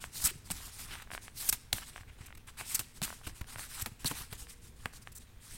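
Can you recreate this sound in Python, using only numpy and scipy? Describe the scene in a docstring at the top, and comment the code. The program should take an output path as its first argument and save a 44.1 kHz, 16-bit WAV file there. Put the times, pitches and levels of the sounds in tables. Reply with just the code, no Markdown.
"""Glossy paper cards, leafed through by hand, close up in a small furnished room.
Four times the top card slides off the stack, scrapes over its edge, flicks free and is tucked in
behind; a fifth pull starts at the end. Sliding is countless tiny slips: faces hiss, fingers rub.
The cards tick as they stick and slip, crack as an edge springs free, and flap softly as they bend.
Underneath: hand rumble, a steady noise floor and one faint far tone."""
import sys
import numpy as np
from scipy import signal
from scipy.fft import rfft, irfft, next_fast_len
from scipy.io import wavfile
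from scipy.ndimage import uniform_filter1d, map_coordinates

SR = 44100
rng = np.random.default_rng(int(sys.argv[2]) if len(sys.argv) > 2 else 0)


def store_wav(level_fs):
    """Save 16-bit WAV to argv[1]."""
    pcm = np.round(np.clip(np.atleast_2d(level_fs), -1, 1) * 32767)
    wavfile.write(sys.argv[1], SR, pcm.T.astype(np.int16))


N = 245637

# Top card drawn off. Each row: release in seconds, length in seconds, hiss and rub in dB before the tug.
PULLS = [(0.262, 0.156, -41, -50), (1.492, 0.16, -41.5, -51.5), (2.761, 0.13, -41.5, -48.5),
         (3.816, 0.15, -46, -50.5), (5.6, 0.21, -50.5, -57)]
# Card tucked in behind. Each row: start in seconds, hiss in dB, rub in dB, fade in dB per second.
TUCKS = [(0.505, -48, -55, 34), (1.732, -41.5, -47, 123), (3.02, -44, -48.5, 90), (4.047, -43, -45.5, 87)]
# Fingers align the cards. Each row: start in seconds, length in seconds, hiss in dB, rub in dB.
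NUDGES = [(0.002, 0.08, -49, -53), (0.442, 0.079, -55, -62), (0.643, 0.061, -50, -54.5),
          (0.716, 0.078, -51.5, -58), (0.774, 0.1, -46, -52.5), (0.848, 0.21, -54, -50.5),
          (1.105, 0.079, -49.5, -53), (1.211, 0.083, -52.5, -59), (1.858, 0.055, -51, -54),
          (1.918, 0.12, -60.5, -60.5), (2.073, 0.046, -70, -60), (2.176, 0.14, -62, -58),
          (2.467, 0.046, -54, -54), (2.569, 0.083, -46.5, -47), (2.938, 0.06, -55.5, -61),
          (3.231, 0.094, -53, -52), (3.344, 0.073, -54, -63), (3.464, 0.13, -51.5, -54.5),
          (3.568, 0.12, -46.5, -51), (3.99, 0.062, -54.5, -57.5), (4.133, 0.14, -47.5, -51),
          (4.3, 0.081, -52, -54), (4.37, 0.095, -50, -60.5), (4.479, 0.07, -53, -58.5),
          (4.614, 0.1, -58, -67), (4.752, 0.18, -61.5, -63), (4.925, 0.073, -55, -63.5),
          (5.014, 0.029, -58, -74), (5.064, 0.035, -62, -66.5), (5.194, 0.05, -59, -67)]
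# Edge drags over edge. Each row: start in seconds, length in seconds, hiss in dB, rasp in dB.
SCRAPES = [(0.24, 0.018, -27, -45), (0.256, 0.02, -26.5, -39), (0.28, 0.028, -46, -44),
           (0.5086, 0.011, -37, -40), (0.908, 0.032, -70, -46.5), (1.02, 0.0052, -53, -42.5),
           (1.489, 0.009, -22, -40.5), (1.728, 0.0043, -29, -34), (1.819, 0.017, -68, -48),
           (2.26, 0.01, -51.5, -59), (2.35, 0.0049, -56, -56), (2.373, 0.006, -56, -57),
           (2.745, 0.01, -25, -41), (3.026, 0.028, -35, -42.5), (3.266, 0.012, -45, -44.5),
           (3.413, 0.0034, -50, -46), (3.819, 0.0054, -32.5, -46), (4.059, 0.024, -33, -45),
           (4.097, 0.022, -44.5, -51), (4.33, 0.0043, -45, -48.5), (5.118, 0.011, -55, -67),
           (5.151, 0.034, -48.5, -63.5)]
# Trailing edge flicks off the stack. Each row: start in seconds, hiss in dB, rasp in dB.
FLICKS = [(1.526, -24, -29.5), (2.7926, -28.5, -32.5), (3.8598, -35.5, -38)]
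# Sliding edge chatters. Each row: start in seconds, length in seconds, band centre in Hz, level in dB.
SQUEAKS = [(0.509, 0.01, 8400, -36), (2.755, 0.0034, 4630, -38), (3.031, 0.0036, 4130, -33.5),
           (4.056, 0.0083, 4200, -32.5), (4.066, 0.0091, 4120, -36)]
# Single slips of the gripped stack. Each row: start in seconds, peak in dB, low-pass cutoff in Hz.
TICKS = [(0.041, -24, 3620), (0.2022, -36, 3650), (0.604, -43, 1310), (0.676, -45, 1200),
         (0.9541, -28.5, 4500), (1.074, -42, 2280), (1.1046, -31.5, 3300), (1.1164, -26.5, 3700),
         (1.1356, -28.5, 3700), (1.1498, -24, 3660), (1.178, -25.5, 3600), (1.2811, -30.5, 3700),
         (1.545, -36, 3300), (1.7835, -27.5, 3500), (1.961, -28, 3630), (1.979, -32, 3480),
         (2.01, -39, 3470), (2.0338, -43, 2800), (2.285, -42, 2600), (2.3055, -39, 2970),
         (2.3261, -35.5, 2930), (2.611, -25.5, 3500), (2.811, -33, 3700), (3.079, -33, 2400),
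         (3.104, -30.5, 2600), (3.1271, -34, 1570), (3.214, -43.5, 1300), (3.2963, -42, 2500),
         (3.4436, -38, 7000), (3.559, -27.5, 3700), (3.5843, -32, 3000), (3.5944, -30, 3000),
         (4.1055, -33, 3500), (4.1125, -26.5, 3560), (4.4699, -38.5, 5970), (4.8578, -18.4, 3360),
         (4.9351, -43, 1600), (5.0734, -28.5, 3700)]
# Edge springs free or hits the stack. Each row: start in seconds, crack peak in dB,
# bending-wave travel time at 1 kHz in seconds, shudder in dB.
SNAPS = [(0.5033, -30, 0.0012, -34), (1.7295, -9, 0.00045, -32), (2.7933, -30, 0.0012, -36.5),
         (3.0176, -26, 0.0015, -33.5), (3.273, -44, 0.0014, -37.5), (3.4108, -59, 0.0011, -43),
         (3.8607, -23, 0.00053, -34), (4.0454, -33, 0.00157, -30.5), (4.113, -40, 0.00055, -32),
         (4.327, -33, .001, -40), (4.8572, -36, 0.00012, -34.5)]
# Bending card pushes air. Each row: start in seconds, peak in dB, frequency in Hz.
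FLAPS = [(0.246, -33.5, 70), (0.312, -49, 373), (0.355, -41.5, 144), (0.506, -34.5, 168), (1.131, -41, 105),
         (1.529, -41, 109), (1.733, -31.5, 97), (2.008, -44, 96), (2.208, -39, 99), (2.795, -38.5, 114),
         (3.019, -31, 157), (3.03, -37.5, 218), (3.269, -33, 78.6), (3.271, -42, 308), (3.413, -32, 76),
         (3.56, -39, 106), (3.824, -32, 90), (3.918, -40.5, 112), (4.049, -30, 134), (4.11, -34.5, 143),
         (4.115, -40, 294), (4.324, -38.5, 104), (4.856, -38.5, 103)]
# Modes of the held stack. Each row: frequency in Hz, relative level in dB, T60 in seconds.
STACK_MODES = [(742, -18.5, 0.019), (1113, -12, 0.0099), (1600, -8, 0.0088), (2100, -0.5, 0.0016),
               (2520, -35, 0.0032)]

# Spectra. Each row: frequency in Hz, relative spectral density in dB.
FACE_HISS_DB = [(1500, -21), (3500, -5), (5200, -2.5), (6600, -3.5), (8500, 1.5), (10500, -3.5),
                (13000, -11.5), (15500, -12.5)]  # face gliding on face
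FACE_FIZZ_DB = [(7000, -15), (10000, -0.5), (13500, 6), (15500, -5)]  # fast glide
FINGER_RUB_DB = [(100, 5), (300, -5), (560, -14.5), (800, -3), (1600, 0), (2500, 0), (4000, -6),
                 (6500, -39)]  # sliding under finger pressure
EDGE_HISS_DB = [(1500, -38), (3500, -11), (5200, -2.5), (6600, -2.5), (8300, 4), (10500, -2), (13000, -3),
                (15500, -4.5)]  # edge crossing, treble
EDGE_FIZZ_DB = [(7000, -27), (11000, -1), (14000, 4), (15800, -4)]  # quick edge crossing
EDGE_RASP_DB = [(200, -1), (500, -15.5), (850, -7), (1300, -2), (2500, -0.5), (4000, -4), (6500, -19.5)]  # edge crossing, coarse part
CRACK_DB = [(100, -1), (550, -8.5), (780, 9.5), (1000, -8.5), (2000, 6.5), (3000, 3), (4100, 11.5),
            (5000, 2.5), (9500, -12.5), (15500, -14)]  # direct bending wave
SHUDDER_DB = [(90, -27), (200, 3), (300, -0.5), (550, -4.5), (780, -1), (1150, 1.5), (1900, -8.5),
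              (2800, -3), (4000, -13), (9000, -6.5), (15000, -12.5)]  # its reflections
HAND_RUMBLE_DB = [(20, 3.5), (60, 1.5), (110, -7.5), (200, -17.5), (350, -18.5), (700, -35), (2000, -75)]  # hands holding the stack
NOISE_FLOOR_DB = [(15, -25), (25, -5), (113, 0), (188, -13), (240, -8), (340, -30), (433, -16), (567, -23),
                  (1570, -24.5), (3630, -29), (6380, -33), (8810, -35), (15500, -33)]  # steady background

# Decay of a free card and of the room. Each row: frequency in Hz, T60 in seconds.
CARD_T60_S = [(150, 0.1), (400, 0.071), (1200, 0.039), (4000, 0.017), (14000, 0.017)]
ROOM_T60_S = [(150, 0.27), (2000, 0.89), (14000, 0.17)]


def sliding_cards(hiss_db, rub_db, fast_db=-38, brightening=0.71, catches_per_s=45, catch_db=7):
    """Faces glide with a hiss that brightens with speed; finger pressure adds a rub with small catches."""
    pressure_db = 1.2 * wobble(60)
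    speed_db = hiss_db + pressure_db + 0.51 * wobble(180)
    fizz_db = speed_db + brightening * (speed_db - fast_db)
    hiss = amp(speed_db) * friction(FACE_HISS_DB, grain_db=2, patchy_db=2)
    fizz = amp(fizz_db) * friction(FACE_FIZZ_DB, grain_db=2, patchy_db=2)
    catches = (rng.random(N) < catches_per_s / SR) * rng.standard_normal(N)
    rub = friction(FINGER_RUB_DB, grain_db=4, patchy_db=3)
    rub += amp(catch_db) * signal.fftconvolve(catches, stack_jolt(cutoff_hz=3200))[:N]
    return hiss + fizz + amp(rub_db + pressure_db) * rub


def friction(spectrum, grain_db, patchy_db):
    """Countless tiny slips of uneven size; their colour drifts as the contact moves. RMS 1."""
    slips = rng.standard_normal(N) * amp(grain_db * wobble(1800))
    bins = signal.stft(slips, nperseg=256)[2]
    drift = uniform_filter1d(rng.standard_normal(bins.shape), size=5, axis=0)
    drift = unit(uniform_filter1d(drift, size=12, axis=1))
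    patchy = signal.istft(bins * amp(patchy_db * drift), nperseg=256)[1][:N]
    return coloured(patchy, spectrum)


def hand_strokes(grip_hiss_db=-78, grip_rub_db=-74):
    """Hiss and rub levels in dB from pulls, tucks and nudges; held cards never lie quite still."""
    t = np.arange(SR) / SR
    moves = []
    for release_s, length_s, hiss_db, rub_db in PULLS:
        moves.append((release_s - length_s, pull(t, length_s), hiss_db, rub_db))
    for start_s, hiss_db, rub_db, fade_db_per_s in TUCKS:
        moves.append((start_s, tuck(t, fade_db_per_s), hiss_db, rub_db))
    for start_s, length_s, hiss_db, rub_db in NUDGES:
        moves.append((start_s, hump(length_s, skew=0.76, sharpness=0.96), hiss_db, rub_db))
    wander_db = 2 * wobble(22)
    hiss_power = amp(grip_hiss_db + wander_db) ** 2
    rub_power = amp(grip_rub_db + wander_db) ** 2
    for start_s, envelope, hiss_db, rub_db in moves:
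        add(hiss_power, start_s, (amp(hiss_db) * envelope) ** 2)
        add(rub_power, start_s, (amp(rub_db) * envelope) ** 2)
    return settling(hiss_power), settling(rub_power)


def pull(t, length_s, rise_s=0.033, gain_db_per_s=36.5, tug_db=6, tug_s=0.0034, stop_s=0.0014,
         coast_db=-10, coast_fade_db_per_s=130.5):
    """Envelope: the card gathers speed, a last tug frees it, its corner trails on."""
    before_s, after_s = np.maximum(length_s - t, 0), np.maximum(t - length_s, 0)
    draw = (1 - np.exp(-(t / rise_s) ** 2)) * amp(-gain_db_per_s * before_s)
    tug = amp(tug_db * np.exp(-before_s / tug_s)) * np.exp(-after_s / stop_s)
    coast = amp(coast_db - coast_fade_db_per_s * after_s)
    return draw * np.maximum(tug, coast)


def tuck(t, fade_db_per_s, rise_s=0.0054, stop_s=0.22):
    """Envelope: the card glides in behind the stack, slows and stops."""
    return (1 - np.exp(-t / rise_s)) * amp(-fade_db_per_s * t) * np.exp(-(t / stop_s) ** 6)


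def settling(power, rustle_db=-9.5, decay_s=0.034):
    """The cards rustle on briefly after each move. Power in, dB out."""
    pole = np.exp(-1 / (decay_s * SR))
    rustle = signal.lfilter([1 - pole], [1, -pole], power)
    return 10 * np.log10(power + amp(rustle_db) ** 2 * rustle)


def scraping_edges(lead_s=0.00049, flick_s=0.0025, quick_s=0.0089, fizz_db=-3):
    """An edge rasps across the next or flicks off and buzzes out; quicker is brighter. Some squeak."""
    touches = [(start_s, length_s, edge_contact(length_s + lead_s), hiss_db, rasp_db)
               for start_s, length_s, hiss_db, rasp_db in SCRAPES]
    flick = edge_contact(flick_s + lead_s, trail_db=-4.5, trail_s=0.0094)
    touches += [(start_s, flick_s, flick, hiss_db, rasp_db) for start_s, hiss_db, rasp_db in FLICKS]
    hiss, fizz, rasp = np.zeros((3, N))
    for start_s, length_s, envelope, hiss_db, rasp_db in touches:
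        quickness = 1 / (1 + (length_s / quick_s) ** 2)
        add(hiss, start_s - lead_s, amp(hiss_db) * envelope)
        add(fizz, start_s - lead_s, amp(hiss_db + fizz_db) * quickness * envelope)
        add(rasp, start_s - lead_s, amp(rasp_db) * envelope)
    squeaks = squeaking_edges()
    hiss *= friction(EDGE_HISS_DB, grain_db=2.5, patchy_db=1.5)
    fizz *= friction(EDGE_FIZZ_DB, grain_db=0, patchy_db=4)
    rasp *= friction(EDGE_RASP_DB, grain_db=0.5, patchy_db=3)
    return hiss + fizz + rasp + squeaks


def squeaking_edges(half_width=0.097):
    """A sliding edge chatters in a narrow band."""
    out = np.zeros(N)
    for start_s, length_s, hz, level_db in SQUEAKS:
        band = signal.butter(2, [hz * (1 - half_width), hz * (1 + half_width)], "bandpass", fs=SR)
        chatter = unit(signal.lfilter(*band, rng.standard_normal(SR // 10)))
        add(out, start_s, amp(level_db) * edge_contact(length_s) * chatter)
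    return out


def edge_contact(length_s, rise_s=0.001, fall_s=0.0024, trail_db=-20, trail_s=0.0086):
    """Envelope: an edge bites, drags, lets go and brushes on for a moment."""
    t = np.arange(SR // 10) / SR
    after_s = np.maximum(t - length_s, 0)
    release = np.maximum(np.exp(-after_s / fall_s), amp(trail_db) * np.exp(-after_s / trail_s))
    return (1 - np.exp(-t / rise_s)) * release


def ticking_stack():
    """The gripped cards stick and let go; soft finger pads dull the tick."""
    out = np.zeros(N)
    for start_s, peak_db, cutoff_hz in TICKS:
        add(out, start_s, amp(peak_db) * stack_jolt(cutoff_hz))
    return out


def stack_jolt(cutoff_hz, scatter_db=1.5, leak=0.07):
    """One slip rings the stack; the fingers damp it at once. Peak 1."""
    t = np.arange(SR // 30) / SR
    tuning = np.exp(rng.normal(0, 0.077))
    ring = np.zeros(len(t))
    for hz, level_db, t60_s in STACK_MODES:
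        envelope = amp(level_db + rng.normal(0, scatter_db) - 60 * t / t60_s)
        ring += envelope * np.cos(2 * np.pi * hz * tuning * t)
    dulled = signal.lfilter(*signal.butter(4, cutoff_hz * tuning, fs=SR), ring) + leak * ring
    return dulled / np.abs(dulled).max()


def snapping_cards(size=2048):
    """A crack crosses the card as a bending wave, treble first; reflections leave it shuddering."""
    hz, out = np.fft.rfftfreq(size, 1 / SR), np.zeros(N)
    lead_samples = size // 8
    body = np.roll(irfft(amp(along(SHUDDER_DB, hz))), size // 2)
    body /= np.linalg.norm(body)
    for start_s, peak_db, travel_s, shudder_db in SNAPS:
        phase = 4 * np.pi * travel_s * np.sqrt(1000 * hz)  # group delay goes as 1 / sqrt(hz)
        crack = np.roll(irfft(amp(along(CRACK_DB, hz)) * np.exp(-1j * phase)), lead_samples)
        add(out, start_s - lead_samples / SR, amp(peak_db) * crack / np.abs(crack).max())
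        shudder = signal.fftconvolve(dying_noise(CARD_T60_S, size=128), body, "same")
        add(out, start_s, amp(shudder_db) * shudder)
    return out


def flapping_cards(t60_s=0.046, attack_s=0.00076):
    """Bent cards swing back and push air: a quickly damped sine."""
    t, out = np.arange(SR // 5) / SR, np.zeros(N)
    envelope = amp(-60 * t / t60_s) * (1 - np.exp(-t / attack_s))
    for start_s, peak_db, hz in FLAPS:
        swing = np.sin(2 * np.pi * hz * t) * envelope
        add(out, start_s, amp(peak_db) * swing / np.abs(swing).max())
    return out


def hand_rumble(rub_db, level_db=-54.5, follow_db_per_db=0.11, inertia_s=0.033, lumpy_db=3):
    """The hands rumble unevenly, more when they press and move."""
    effort_db = uniform_filter1d(rub_db - rub_db.mean(), int(inertia_s * SR))
    rumble = coloured(rng.standard_normal(N), HAND_RUMBLE_DB) * amp(lumpy_db * wobble(28))
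    return amp(level_db + follow_db_per_db * effort_db) * unit(rumble)


def room_tail(x):
    """The shelves return a short tail, 5 ms late."""
    tail = dying_noise(ROOM_T60_S, size=256)
    return signal.fftconvolve(np.pad(x, (SR // 200, 0)), tail / np.linalg.norm(tail))[:N]


def far_tone(start_s=4.41, length_s=0.37, pitch_hz=471, level_db=-71, waver_hz=5, waver_db=4):
    """A soft, slightly wavering tone from far off."""
    swell = np.zeros(N)
    add(swell, start_s, hump(length_s, skew=0.57, sharpness=0.38))
    hz = pitch_hz + waver_hz * wobble(16)
    return swell * amp(level_db + waver_db * wobble(12)) * np.sin(2 * np.pi * np.cumsum(hz) / SR)


def hump(length_s, skew, sharpness):
    """Envelope from rest to rest, peak 1; skew below 1 peaks early."""
    progress = np.linspace(0, 1, int(length_s * SR))
    return np.abs(np.sin(np.pi * progress ** skew)) ** sharpness


def dying_noise(t60_table, size):
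    """Noise with its own decay time at each frequency."""
    hz, t, bins = signal.stft(rng.standard_normal(SR // 2), SR, nperseg=size)
    decay = amp(-60 * t / along(t60_table, hz)[:, None])
    return signal.istft(bins * decay, SR, nperseg=size)[1]


def wobble(knots_per_s):
    """Smooth random curve."""
    knots = rng.standard_normal(int(N * knots_per_s / SR) + 4)
    return map_coordinates(knots, [np.arange(N) * knots_per_s / SR])


def coloured(x, spectrum):
    """x shaped by a spectrum, at RMS 1."""
    return unit(filtered(x, lambda hz: amp(along(spectrum, hz))))


def filtered(x, response):
    """x through a gain given as a function of Hz."""
    size = next_fast_len(N + SR // 2)
    return irfft(rfft(x, size) * response(np.fft.rfftfreq(size, 1 / SR)), size)[:N]


def along(points, hz):
    """Interpolate (Hz, value) points on a log frequency axis."""
    knots_hz, values = np.transpose(points)
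    return np.interp(np.log(hz + 1), np.log(knots_hz + 1), values)


def add(track, start_s, sound):
    """Mix a sound into the track in place."""
    part = track[max(round(start_s * SR), 0):][:len(sound)]
    part += sound[:len(part)]


def amp(db):
    return 10 ** (np.asarray(db) / 20)


def unit(x):
    return x / np.sqrt(np.mean(x ** 2) + 1e-20)


def scene(wet_db=-22, floor_db=-60):
    """Cards, room and background, mono."""
    hiss_db, rub_db = hand_strokes()
    cards = sliding_cards(hiss_db, rub_db) + scraping_edges() + ticking_stack()
    cards += snapping_cards() + flapping_cards() + hand_rumble(rub_db)
    background = amp(floor_db) * coloured(rng.standard_normal(N), NOISE_FLOOR_DB) + far_tone()
    return (cards + amp(wet_db) * room_tail(cards) + background)[None]


def record(dry, top_hz=16050):
    """Brick-wall low-pass."""
    return filtered(dry[0], lambda hz: hz < top_hz)[None]


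dry = scene()
out = record(dry)
store_wav(out)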